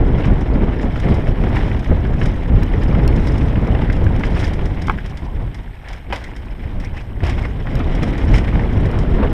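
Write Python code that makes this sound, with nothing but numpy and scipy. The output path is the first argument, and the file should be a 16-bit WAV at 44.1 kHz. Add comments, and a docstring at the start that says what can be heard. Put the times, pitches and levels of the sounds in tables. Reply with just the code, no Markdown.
"""A mountain bike runs down a dirt trail, heard from a microphone in a camera on the rider's helmet.
Its knobby tyres crunch over grit (coloured impacts and noise) and at the end roll onto something hollow.
Chain and cables clink, the frame knocks, stones snap and ping, wheels clack or thud: shaped noise and ringing modes.
Close by, wind buffets the microphone and eases in a slow bend: coloured noise in eddies, gusts and lulls.
The camera housing takes a few raps, a brake squeaks faintly, and a thin hiss lies high up behind it all."""
import sys
import numpy as np
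from scipy import signal
from scipy.fft import rfft, irfft
from scipy.io import wavfile
from scipy.ndimage import uniform_filter1d

SR = 44100
rng = np.random.default_rng(int(sys.argv[2]) if len(sys.argv) > 2 else 0)


def dump(signal):
    """Clip the signal to [-1, 1] and save it as 16-bit WAV at the path in sys.argv[1]."""
    limited = np.clip(np.atleast_2d(signal).T, -1, 1)
    pcm = np.round(limited * 32767).astype(np.int16)
    wavfile.write(sys.argv[1], SR, pcm)


N = 411438
TIME = np.arange(N) / SR


def amp(db):
    """Decibels to gain."""
    return 10 ** (np.asarray(db) / 20)


def evened(x):
    """Scales to rms 1."""
    return x / np.sqrt(np.mean(x ** 2) + 1e-20)


def curve(rows):
    """A level in dB, joined by straight lines in time."""
    return np.interp(TIME, *np.transpose(rows))


def lift(s, half_s, db):
    """Rounded changes of level, in dB, that come and go."""
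    return sum(top * np.exp(-((TIME - at) / half) ** 2) for at, half, top in zip(s, half_s, db))


def add(mix, s, sound):
    """Mixes a sound in at time s."""
    part = mix[max(round(s * SR), 0):][:len(sound)]
    part += sound[:len(part)]


def band(x, edges):
    """The part of a sound between two frequencies."""
    return signal.sosfilt(signal.butter(3, edges, "band", fs=SR, output="sos"), x)


def response(points, size=4096):
    """The causal impulse response of a colour, falling away beyond its last point."""
    hz, db = np.transpose(points)
    f = abs(np.fft.fftfreq(size, 1 / SR))
    gain = amp(np.interp(np.log(f + 1), np.log(hz), db))
    gain = gain / np.maximum(f / hz[-1], 1) ** 2
    # minimum phase: the phase follows from the log gain
    spectrum = np.exp(np.conj(signal.hilbert(np.log(gain))))
    return np.fft.ifft(spectrum).real[:size // 2]


def coloured(x, points, edges, size=4096):
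    """Colours a sound and brings its main band to rms 1."""
    y = signal.oaconvolve(x, response(points, size))[:N]
    return y / np.std(band(y, edges))


def wander(hz):
    """Slow chance of rms 1, fading out above a rate."""
    f = np.fft.rfftfreq(N, 1 / SR)
    return evened(irfft(rfft(rng.standard_normal(N)) / (1 + (f / hz) ** 4), N))


def steadied(x, span_s):
    """Holds the slow level of a noise even, leaving its fast churning."""
    window = signal.windows.hann(int(span_s * SR))
    weight = signal.oaconvolve(np.ones(N), window, "same")
    power = signal.oaconvolve(x ** 2, window, "same") / weight
    return np.std(x) * evened(x / np.sqrt(np.maximum(power, 1e-12)))


def grains(per_s, spread_db):
    """Random tiny impacts, a few much larger than the rest."""
    size = amp(spread_db * np.minimum(rng.exponential(1, N), 4))
    sign = rng.choice([-1., 1.], N)
    return evened(size * sign * (rng.random(N) < per_s / SR))


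def ticks(per_s, spread_db, low_hz, high_hz, decay_s, count=24):
    """Many small things struck at random, each ringing briefly at its own pitch."""
    t = np.arange(SR // 25) / SR
    out = np.zeros(N)
    for hz in np.geomspace(low_hz, high_hz, count):
        tone = np.exp(-t / decay_s) * np.sin(2 * np.pi * hz * t)
        out += signal.oaconvolve(grains(per_s / count, spread_db), tone)[:N]
    return evened(out)


def swells(rows, colour):
    """Brief rounded bursts of coloured noise."""
    swell = sum(amp(db) * np.exp(-((TIME - s) / half) ** 2) for s, db, half in rows)
    return swell * coloured(rng.standard_normal(N), colour, (200, 3000))


def clatter(rows, colour, edges, strike, rise_s, decay_s, tail_db, tail_s, part_db=8, part_q=1.8):
    """Each blow is a strike, a scatter of contacts and a faint after-rattle; a pitched part rings broadly."""
    out, t, body = np.zeros(N), np.arange(SR // 8) / SR, response(colour)
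    scatter = np.exp(-t / decay_s) + amp(tail_db) * np.exp(-t / tail_s)
    shape = (1 - np.exp(-t / rise_s)) * scatter
    for s, db, *pitch in rows:
        contacts = shape * rng.standard_normal(len(t))
        contacts[0] = strike * np.linalg.norm(contacts)
        blow = signal.fftconvolve(contacts, body)
        if pitch:
            part = signal.lfilter(*signal.iirpeak(pitch[0], part_q, fs=SR), blow)
            blow = blow + amp(part_db) * part
        # crest: twice the strongest short-time rms in the main band
        crest = 2 * np.sqrt(uniform_filter1d(band(blow, edges) ** 2, size=128).max())
        add(out, s, amp(db) * blow / crest)
    return out


def ring(rows, modes, detune, contact_hz):
    """Single blows on a set of modes, a little different each time; a softer contact is duller."""
    out, t = np.zeros(N), np.arange(SR // 12) / SR
    contact = signal.butter(3, min(contact_hz, .45 * SR), fs=SR)
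    for s, peak_db in rows:
        spot = 1 + detune * rng.standard_normal(len(modes))
        swings = [amp(db - 60 * t / t60) * np.sin(2 * np.pi * hz * k * t)
                  for (hz, db, t60), k in zip(modes, spot)]
        # neighbouring modes swing in opposite senses, so the ring takes a moment to build
        blow = signal.lfilter(*contact, sum(swings[::2]) - sum(swings[1::2]))
        add(out, s, amp(peak_db) * blow / abs(blow).max())
    return out


# Level of the thin hiss. Each row: time in seconds, level in dB.
HISS_LEVEL = [(.7, -80), (1.1, -73.5), (9.33, -73)]
# Colour of the hiss. Each row: frequency in Hz, relative density in dB per Hz.
HISS_COLOUR = [(5000, -12), (7200, -6.5), (8500, 5.5), (9500, -3), (11900, -4.5), (13300, 4.5),
               (15000, -20)]


def hiss():
    """Faint thin noise high up, behind everything."""
    return amp(curve(HISS_LEVEL)) * coloured(rng.standard_normal(N), HISS_COLOUR, (11500, 15500))


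# Force of the headwind, easing through the slow bend. Each row: time in seconds, level in dB.
HEADWIND = [(-0.0, -12), (0.29, -14), (0.76, -17), (2.45, -18.5), (2.5, -15), (3.0, -14), (4.13, -14.5),
            (4.92, -19.5), (5.09, -24.5), (5.44, -22.5), (5.79, -30.5), (6.29, -28), (6.8, -21),
            (7.05, -26.5), (7.65, -20.5), (7.76, -16.5), (8.47, -14.5), (9.33, -14.5)]
# Gusts and lulls on the headwind. Each row: centre in seconds, half length in seconds,
# lift of the buffeting in dB, lift of the rush in dB.
GUSTS = [(0.207, 0.02, -9, -1.5), (0.296, 0.03, 5, 4), (0.653, 0.13, 2, 7), (0.753, .025, -6, -3),
         (0.84, .04, -1.5, 7), (0.917, 0.012, -6, -1), (1.115, 0.098, 4.5, 8.5), (1.287, 0.011, 7.5, 4),
         (1.36, 0.02, -4, -3.5), (1.52, 0.19, 3.5, 6.5), (1.85, 0.02, -5, -5), (1.918, 0.021, 9.5, 8),
         (2.17, 0.23, 4.5, 5), (2.405, 0.042, -3, 0), (2.554, 0.06, 5, 0), (3.012, 0.13, 3.5, 3.5),
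         (3.586, 0.019, 2.5, 0), (3.678, 0.014, -17, 5), (4.08, 0.049, 5, 1), (4.23, .025, -6, -2),
         (4.303, 0.012, 5, 1), (5.43, 0.053, 6.5, 2), (6.126, 0.064, 4, 11), (6.306, 0.12, -1.5, 3.5),
         (6.85, 0.078, 1.5, -0.5), (7.32, 0.16, 8, 9), (7.86, 0.25, 0, 1), (8.143, 0.047, -6, 0.5),
         (8.312, 0.057, 5.5, 3), (9.203, 0.026, -1, 6.5)]
# Colours of the buffeting and of the finer rush. Each row: frequency in Hz, relative density in dB per Hz.
BUFFET_COLOUR = [(8, -7), (20, -10), (32, 1.5), (65, -2), (110, -5.5), (170, -11.5), (260, -21), (500, -48),
                 (1200, -86)]
RUSH_COLOUR = [(70, -21), (160, -2), (270, -2), (400, -6.5), (600, -12.5), (850, -18), (1200, -24.5),
               (2000, -30), (4000, -53.5), (9000, -89.5)]
# the rush at a brisk headwind, and the dB it gains for each dB of headwind
BRISK_DB, RUSH_DB, RUSH_GROWTH = -15, -27, 1.48


def wind(eddy_db=1.5, buffet_db=0.09, coupling=0.15, darkening=0.43, deep_hz=85, surge_db=1.2, surge_hz=7):
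    """Large eddies thump the microphone port; a finer rush flutters with them and grows faster with headwind."""
    s, half_s, thump_lift, rush_lift = np.transpose(GUSTS)
    force = curve(HEADWIND) - BRISK_DB
    eddies = amp(eddy_db * wander(30))
    thump = coloured(rng.standard_normal(N) * eddies, BUFFET_COLOUR, (20, 200), size=16384)
    thump = steadied(thump, .3)
    churn = rng.standard_normal(N) * eddies * np.exp(coupling * thump)
    rush = steadied(coloured(churn, RUSH_COLOUR, (250, 700)), .15)
    # slower air sheds fewer small eddies, so the buffeting deepens
    deep = signal.sosfiltfilt(signal.butter(2, deep_hz, fs=SR, output="sos"), thump)
    thump = deep + (thump - deep) * amp(darkening * np.minimum(force, 0))
    thump = thump * amp(curve(HEADWIND) + buffet_db + lift(s, half_s, thump_lift))
    rush = rush * amp(RUSH_DB + RUSH_GROWTH * force + lift(s, half_s, rush_lift))
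    # both surge and ebb together
    surges = evened(steadied(amp(surge_db * wander(surge_hz)), .6))
    return surges * (thump + rush)


def overload(x, ceiling=0.92):
    """The strongest swings flatten softly at the diaphragm's limit."""
    return x / (1 + (x / ceiling) ** 4) ** (1 / 4)


# Raps on the camera housing, at the microphone itself. Each row: start in seconds, peak in dB.
RAPS = [(4.883, -11), (4.8973, -2), (4.9003, -15), (4.9065, -16), (4.912, -18)]
# Ringing of the housing. Each row: frequency in Hz, relative level in dB, time to fall 60 dB in seconds.
HOUSING_MODES = [(450, -2, .012), (720, -6, .03), (855, 1, .03), (980, 2, .02), (1180, 13, .008),
                 (1590, 2, .017), (2080, -3, .02), (2500, -8, .013), (3000, -8, .007), (3500, -14, .008),
                 (5150, -30, .04)]


def raps():
    """Blows on the camera housing excite its short-lived modes."""
    return ring(RAPS, HOUSING_MODES, detune=0.025, contact_hz=4800)


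# Faint squeaks of a brushing brake. Each row: start in seconds, length in seconds,
# start pitch in Hz, end pitch in Hz, level in dB.
SQUEAKS = [(5.834, 0.035, 2100, 2230, -48), (6.254, 0.038, 2120, 2000, -42),
           (6.817, 0.073, 1700, 2340, -42.5), (6.953, .06, 1900, 2900, -43), (7.42, 0.053, 2360, 2000, -37)]


def squeaks(waver=0.089):
    """Stick and slip of the brake: a short, unsteady tone that glides."""
    out = np.zeros(N)
    for s, length_s, start_hz, end_hz, db in SQUEAKS:
        size = int(length_s * SR)
        hz = np.linspace(start_hz, end_hz, size) * (1 + waver * wander(400)[:size])
        tone = np.sin(2 * np.pi * np.cumsum(hz) / SR)
        add(out, s, amp(db) * evened(np.hanning(size) * tone))
    return out


# Colour of chain and cables. Each row: frequency in Hz, relative density in dB per Hz.
CHAIN_COLOUR = [(900, -9.5), (2080, 11.5), (2700, -7), (3080, 3.5), (3900, -1), (4450, -8.5), (5000, 0),
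                (5300, 2), (6200, -9), (6850, -8.5), (7600, -14), (8500, -11.5), (11800, -25), (15000, -29)]
# the jingle at a fast roll, and the dB it gains for each dB of rolling
FAST_ROLL_DB, JINGLE_DB, JINGLE_GROWTH = -37, -60.5, 0.87


def jingle(clump_db=3.5, ringing=0.75, shaking=1.0):
    """Chain links chatter in clumps, more at speed and on rough ground, some ringing briefly."""
    s, half_s, _, chain_lift = np.transpose(ROUGH_GROUND)
    links = coloured(grains(per_s=2500, spread_db=3), CHAIN_COLOUR, (5000, 11000))
    tinkle = ticks(per_s=1600, spread_db=7.5, low_hz=2930, high_hz=12460, decay_s=0.0039, count=32)
    tinkle = coloured(tinkle, CHAIN_COLOUR, (5000, 11000))
    chatter = (links + ringing * tinkle) / np.hypot(1, ringing)
    clumps = evened(steadied(amp(clump_db * wander(40)), 0.3))
    level = JINGLE_DB + JINGLE_GROWTH * (curve(ROLLING) - FAST_ROLL_DB)
    level = level + shaking * lift(s, half_s, chain_lift)
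    return amp(level) * chatter * clumps


# Chain and cables strike the frame hard. Each row: start in seconds, level in dB before the mix trim.
CLINKS = [(0.2548, -37), (0.4095, -36.5), (0.8131, -37), (0.9991, -33), (1.1424, -33.5), (1.5573, -33.5),
          (1.7933, -36), (1.8437, -38), (2.257, -28.5), (2.8335, -34), (3.1602, -34), (3.271, -29.5),
          (3.3797, -32), (3.6721, -38.5), (3.927, -33.5), (4.1949, -36.5), (4.4782, -32), (4.5351, -32.5),
          (4.6563, -32.5), (4.819, -31), (4.8705, -31.5), (5.0609, -34), (5.0968, -40), (5.1724, -34.5),
          (5.5453, -35), (5.8856, -33.5), (5.912, -48), (5.93, -34), (6.1594, -28), (6.2406, -32),
          (6.3639, -34.5), (6.8007, -36), (7.2664, -31), (7.2958, -28.5), (7.9506, -32.5), (8.0304, -26),
          (8.1793, -33), (8.3814, -26), (8.8568, -36), (8.988, -30)]


def clinks():
    """Chain and cables hit the frame in a bright scatter of contacts."""
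    return clatter(CLINKS, CHAIN_COLOUR, (4500, 15000), strike=0.5, rise_s=0.0017, decay_s=0.0037,
                   tail_db=-20.0, tail_s=0.045)


# Flung stones on metal. Each row: start in seconds, peak in dB before the mix trim.
PINGS = [(2.6332, -30), (3.0775, -22), (4.0435, -36), (4.163, -36), (7.7542, -28.5), (8.3424, -31)]
# Ringing of struck metal. Each row: frequency in Hz, relative level in dB, time to fall 60 dB in seconds.
METAL_MODES = [(2930, 0, .016), (3990, -6.5, 0.041), (5000, -1, 0.0079), (5680, -3.5, 0.022),
               (6800, -6.5, 0.01), (8500, -10.5, 0.013), (10700, -10, 0.01), (12900, -10, 0.014)]


def flung_grit(below_roll_db=-4, spread_db=4, count=36):
    """Small stones tick against the bike at random, following the rolling level: rows as in PINGS."""
    when, size = rng.random((count, 2)).T
    s = (np.arange(count) + when) / count * N / SR
    roll_db = np.interp(s, *np.transpose(ROLLING))
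    return list(zip(s, roll_db + below_roll_db + spread_db * (2 * size - 1)))


def pings():
    """Stones, large and small, set the metal's high modes ringing."""
    return ring(list(PINGS) + flung_grit(), METAL_MODES, detune=0.042, contact_hz=14500)


# Hard jolts that shake the whole bike. Each row: start in seconds, level in dB, decay constant in seconds.
JOLTS = [(6.126, -22, 0.03), (7.235, -24.5, 0.019), (7.261, -34, 0.045), (8.344, -32, 0.031)]
# Colour of the shaken bike. Each row: frequency in Hz, relative density in dB per Hz.
SHAKE_COLOUR = [(250, -48), (550, 4), (850, 1), (1300, -2), (2100, -4.5), (2750, -8), (3100, -9),
                (4200, -19), (5400, -16), (6200, -28), (14000, -41)]


def jolts():
    """A hard landing sets every loose part rattling at once."""
    shake = sum(amp(db) * (TIME >= s) * np.exp(-abs(TIME - s) / decay) for s, db, decay in JOLTS)
    return shake * coloured(grains(per_s=1400, spread_db=2.5), SHAKE_COLOUR, (300, 8000))


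# Wheels hit roots and rocks and some part of the frame knocks. Each row: start in seconds,
# level in dB before the mix trim, pitch of the part in Hz.
KNOCKS = [(1.27, -19.5, 1150), (1.4386, -18.5, 805), (1.7469, -22, 837), (2.2149, -15, 1860),
          (3.5568, -20, 1890), (3.7499, -21, 2760), (3.8195, -20, 900), (3.9, -14, 1790),
          (4.2358, -12.5, 1730), (4.593, -25.5, 826), (4.9856, -20.5, 1820), (6.1024, -29, 886),
          (6.111, -24, 2000), (6.1255, -20, 2300), (7.205, -24, 1730), (7.233, -23, 802),
          (7.2615, -23, 2000), (7.278, -27, 1700), (7.297, -29, 900), (7.3801, -23.5, 700),
          (7.452, -20, 1030), (7.671, -20, 1540), (8.0346, -19.5, 860), (8.3414, -13.5, 1970),
          (8.381, -21, 1900), (8.5555, -19.5, 810), (8.5949, -15.5, 1820)]
# Colour of the frame. Each row: frequency in Hz, relative density in dB per Hz.
FRAME_COLOUR = [(200, -18), (500, 2), (850, -0.5), (1250, -4.5), (1800, 0.5), (2300, -2.5), (2700, -6),
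                (3200, -7), (4400, -26.5), (5200, -18), (6300, -33), (14000, -54)]
FRAME_BAND = (1200, 4000)  # Hz


def knocks():
    """A bump strikes the frame, and one part of it resonates broadly."""
    return clatter(KNOCKS, FRAME_COLOUR, FRAME_BAND, strike=0.59, rise_s=0.00022, decay_s=0.0048,
                   tail_db=-19, tail_s=0.027)


# A wheel slams down, clacks and bounces. Each row: start in seconds, peak in dB.
CLACKS = [(6.1244, -11), (6.1305, -20), (6.141, -24), (6.155, -26)]
# Ringing of the wheel. Each row: frequency in Hz, relative level in dB, time to fall 60 dB in seconds.
WHEEL_MODES = [(540, -11, .06), (790, -1, .06), (965, 2, .05), (1400, -9, .02), (2050, -6, .05),
               (2230, -7, .05), (2470, -4, .035), (3080, -11, .07)]


def clacks():
    """The landing wheel rings in its own modes at each bounce."""
    return ring(CLACKS, WHEEL_MODES, detune=0.012, contact_hz=5000)


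# Tyres take the weight after a drop. Each row: start in seconds, peak in dB.
THUDS = [(6.102, -15), (7.2305, -7), (7.288, -11)]
# Booming of a squashed tyre. Each row: frequency in Hz, relative level in dB, time to fall 60 dB in seconds.
CARCASS_MODES = [(68, 4.5, 0.098), (192, -7, 0.042), (340, -4, 0.046)]


def thuds():
    """A squashed tyre booms in a few low modes under a soft contact."""
    return ring(THUDS, CARCASS_MODES, detune=0.091, contact_hz=600)


# The front wheel rolls onto something hollow, perhaps a wooden plank.
# Each row: centre in seconds, level in dB, half length in seconds.
PLANK = [(9.195, -29, 0.034), (9.233, -17.5, 0.0077), (9.25, -23, 0.025)]
# Colour of the hollow rumble. Each row: frequency in Hz, relative density in dB per Hz.
PLANK_COLOUR = [(200, -13), (450, 9), (750, -2), (1250, -6), (2200, -19), (5000, -55)]


def plank():
    """The front wheel on something hollow, perhaps a wooden plank: short low rumbling bursts of noise."""
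    return swells(PLANK, PLANK_COLOUR)


# Tyres snap over single stones. Each row: start in seconds,
# level in dB before the mix trim, pitch of the stone in Hz.
STONES = [(0.7964, -21.5, 1880), (0.9588, -22, 1330), (1.7135, -19.5, 1950), (2.051, -21, 1480),
          (2.7358, -21, 1870), (2.95, -21.5, 1310), (3.6686, -23, 2130), (4.066, -18, 1670),
          (4.3675, -20, 1300), (4.4388, -19, 1780), (5.8765, -26, 1670), (6.6395, -28, 1930),
          (7.8014, -20, 1300), (7.9864, -22.5, 2070), (8.8526, -22.5, 1660)]


def snaps():
    """A stone snaps under the tyre: a very short scatter with a resonance at its pitch."""
    return clatter(STONES, FRAME_COLOUR, FRAME_BAND, strike=0.42, rise_s=0.0002, decay_s=0.003,
                   tail_db=-11, tail_s=0.015, part_db=11.5, part_q=6.7)


# Tyres scuff sideways in the bend. Each row: centre in seconds, level in dB, half length in seconds.
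SCUFFS = [(5.27, -38, 0.058), (5.425, -35.5, 0.02)]
# Colour of a sliding tyre. Each row: frequency in Hz, relative density in dB per Hz.
SCUFF_COLOUR = [(350, -8), (750, 7), (1020, 6), (1400, -15)]


def scuffs():
    """Short swells of noise as the tyres slide over the dirt."""
    return swells(SCUFFS, SCUFF_COLOUR)


# Tyres rolling on even dirt, below the rider. Each row: time in seconds, level in dB before the tyre trim.
ROLLING = [(0.0, -42), (0.5, -41), (2.5, -40), (2.82, -38), (4.9, -40.5), (5.33, -46), (5.85, -49),
           (6.61, -45), (7.25, -50), (7.78, -38), (8.52, -37), (9.33, -39)]
# Stretches of rough ground. Each row: centre in seconds, half length in seconds,
# lift of the crunch in dB before the bite factor, lift of the chain's jingle in dB.
ROUGH_GROUND = [(0.227, 0.078, 8, 7), (0.832, 0.023, 1, 8.5), (1.11, 0.15, 6, 7), (1.594, 0.12, 8.5, 10),
                (2.242, 0.054, 2.5, 13.5), (3.3, 0.14, 0, 8), (4.265, 0.04, 2.9, 13), (4.412, 0.067, 8, 20),
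                (5.912, 0.065, 11, 5), (6.225, 0.084, 5.5, 6), (6.845, 0.02, 6, 13), (6.99, 0.047, 7, 14),
                (7.284, 0.065, 18, 20), (7.424, 0.071, 8.5, 13), (8.054, 0.14, 0.5, 4),
                (8.363, 0.079, 4.5, 13.5), (9.243, 0.039, 5, -1)]
# Colour of the crunch. Each row: frequency in Hz, relative density in dB per Hz.
TYRE_COLOUR = [(250, -11), (600, 1.5), (850, 3), (1250, -4.5), (1700, -1), (2150, -0.5), (2650, -7.5),
               (3050, -6.5), (3800, -14.5), (4400, -23), (5300, -24), (6300, -38), (10000, -38.5),
               (15000, -59)]


def tyres(level_db=-1.34, lumpy_db=2.5, scrub=0.6, stones=0.58, bite=0.9):
    """Knobs crush grit in clumps over a scrub of loose dirt, harder on rough ground; small stones click."""
    s, half_s, crunch_lift, _ = np.transpose(ROUGH_GROUND)
    grit = grains(per_s=1800, spread_db=0.5) + scrub * rng.standard_normal(N)
    grit = coloured(grit * amp(lumpy_db * wander(41)), TYRE_COLOUR, (1400, 3500))
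    pebbles = ticks(per_s=260, spread_db=3.5, low_hz=712, high_hz=5720, decay_s=0.0015)
    pebbles = coloured(pebbles, TYRE_COLOUR, (1400, 3500))
    crunch = (grit + stones * pebbles) / np.hypot(1, stones)
    return amp(curve(ROLLING) + level_db + bite * lift(s, half_s, crunch_lift)) * crunch


def scene(clink_db=-3.5, knock_db=-1, ping_db=4.0, stone_db=-2):
    """Wind, rolling and rattling at one helmet microphone."""
    low_sounds = overload(wind() + plank())
    blows = amp(clink_db) * clinks() + amp(knock_db) * knocks()
    blows = blows + amp(ping_db) * pings() + amp(stone_db) * snaps()
    blows = blows + raps() + clacks() + thuds()
    rolling = tyres() + scuffs() + squeaks()
    return (hiss() + low_sounds + rolling + jingle() + jolts() + blows)[None]


def record(dry, edge_hz=15100):
    """The camera's band limit: a steep low-pass."""
    low_pass = signal.firwin(511, edge_hz, window=("kaiser", 9), fs=SR)
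    return signal.oaconvolve(dry, low_pass[None], "same")


dry = scene()
out = record(dry)
dump(out)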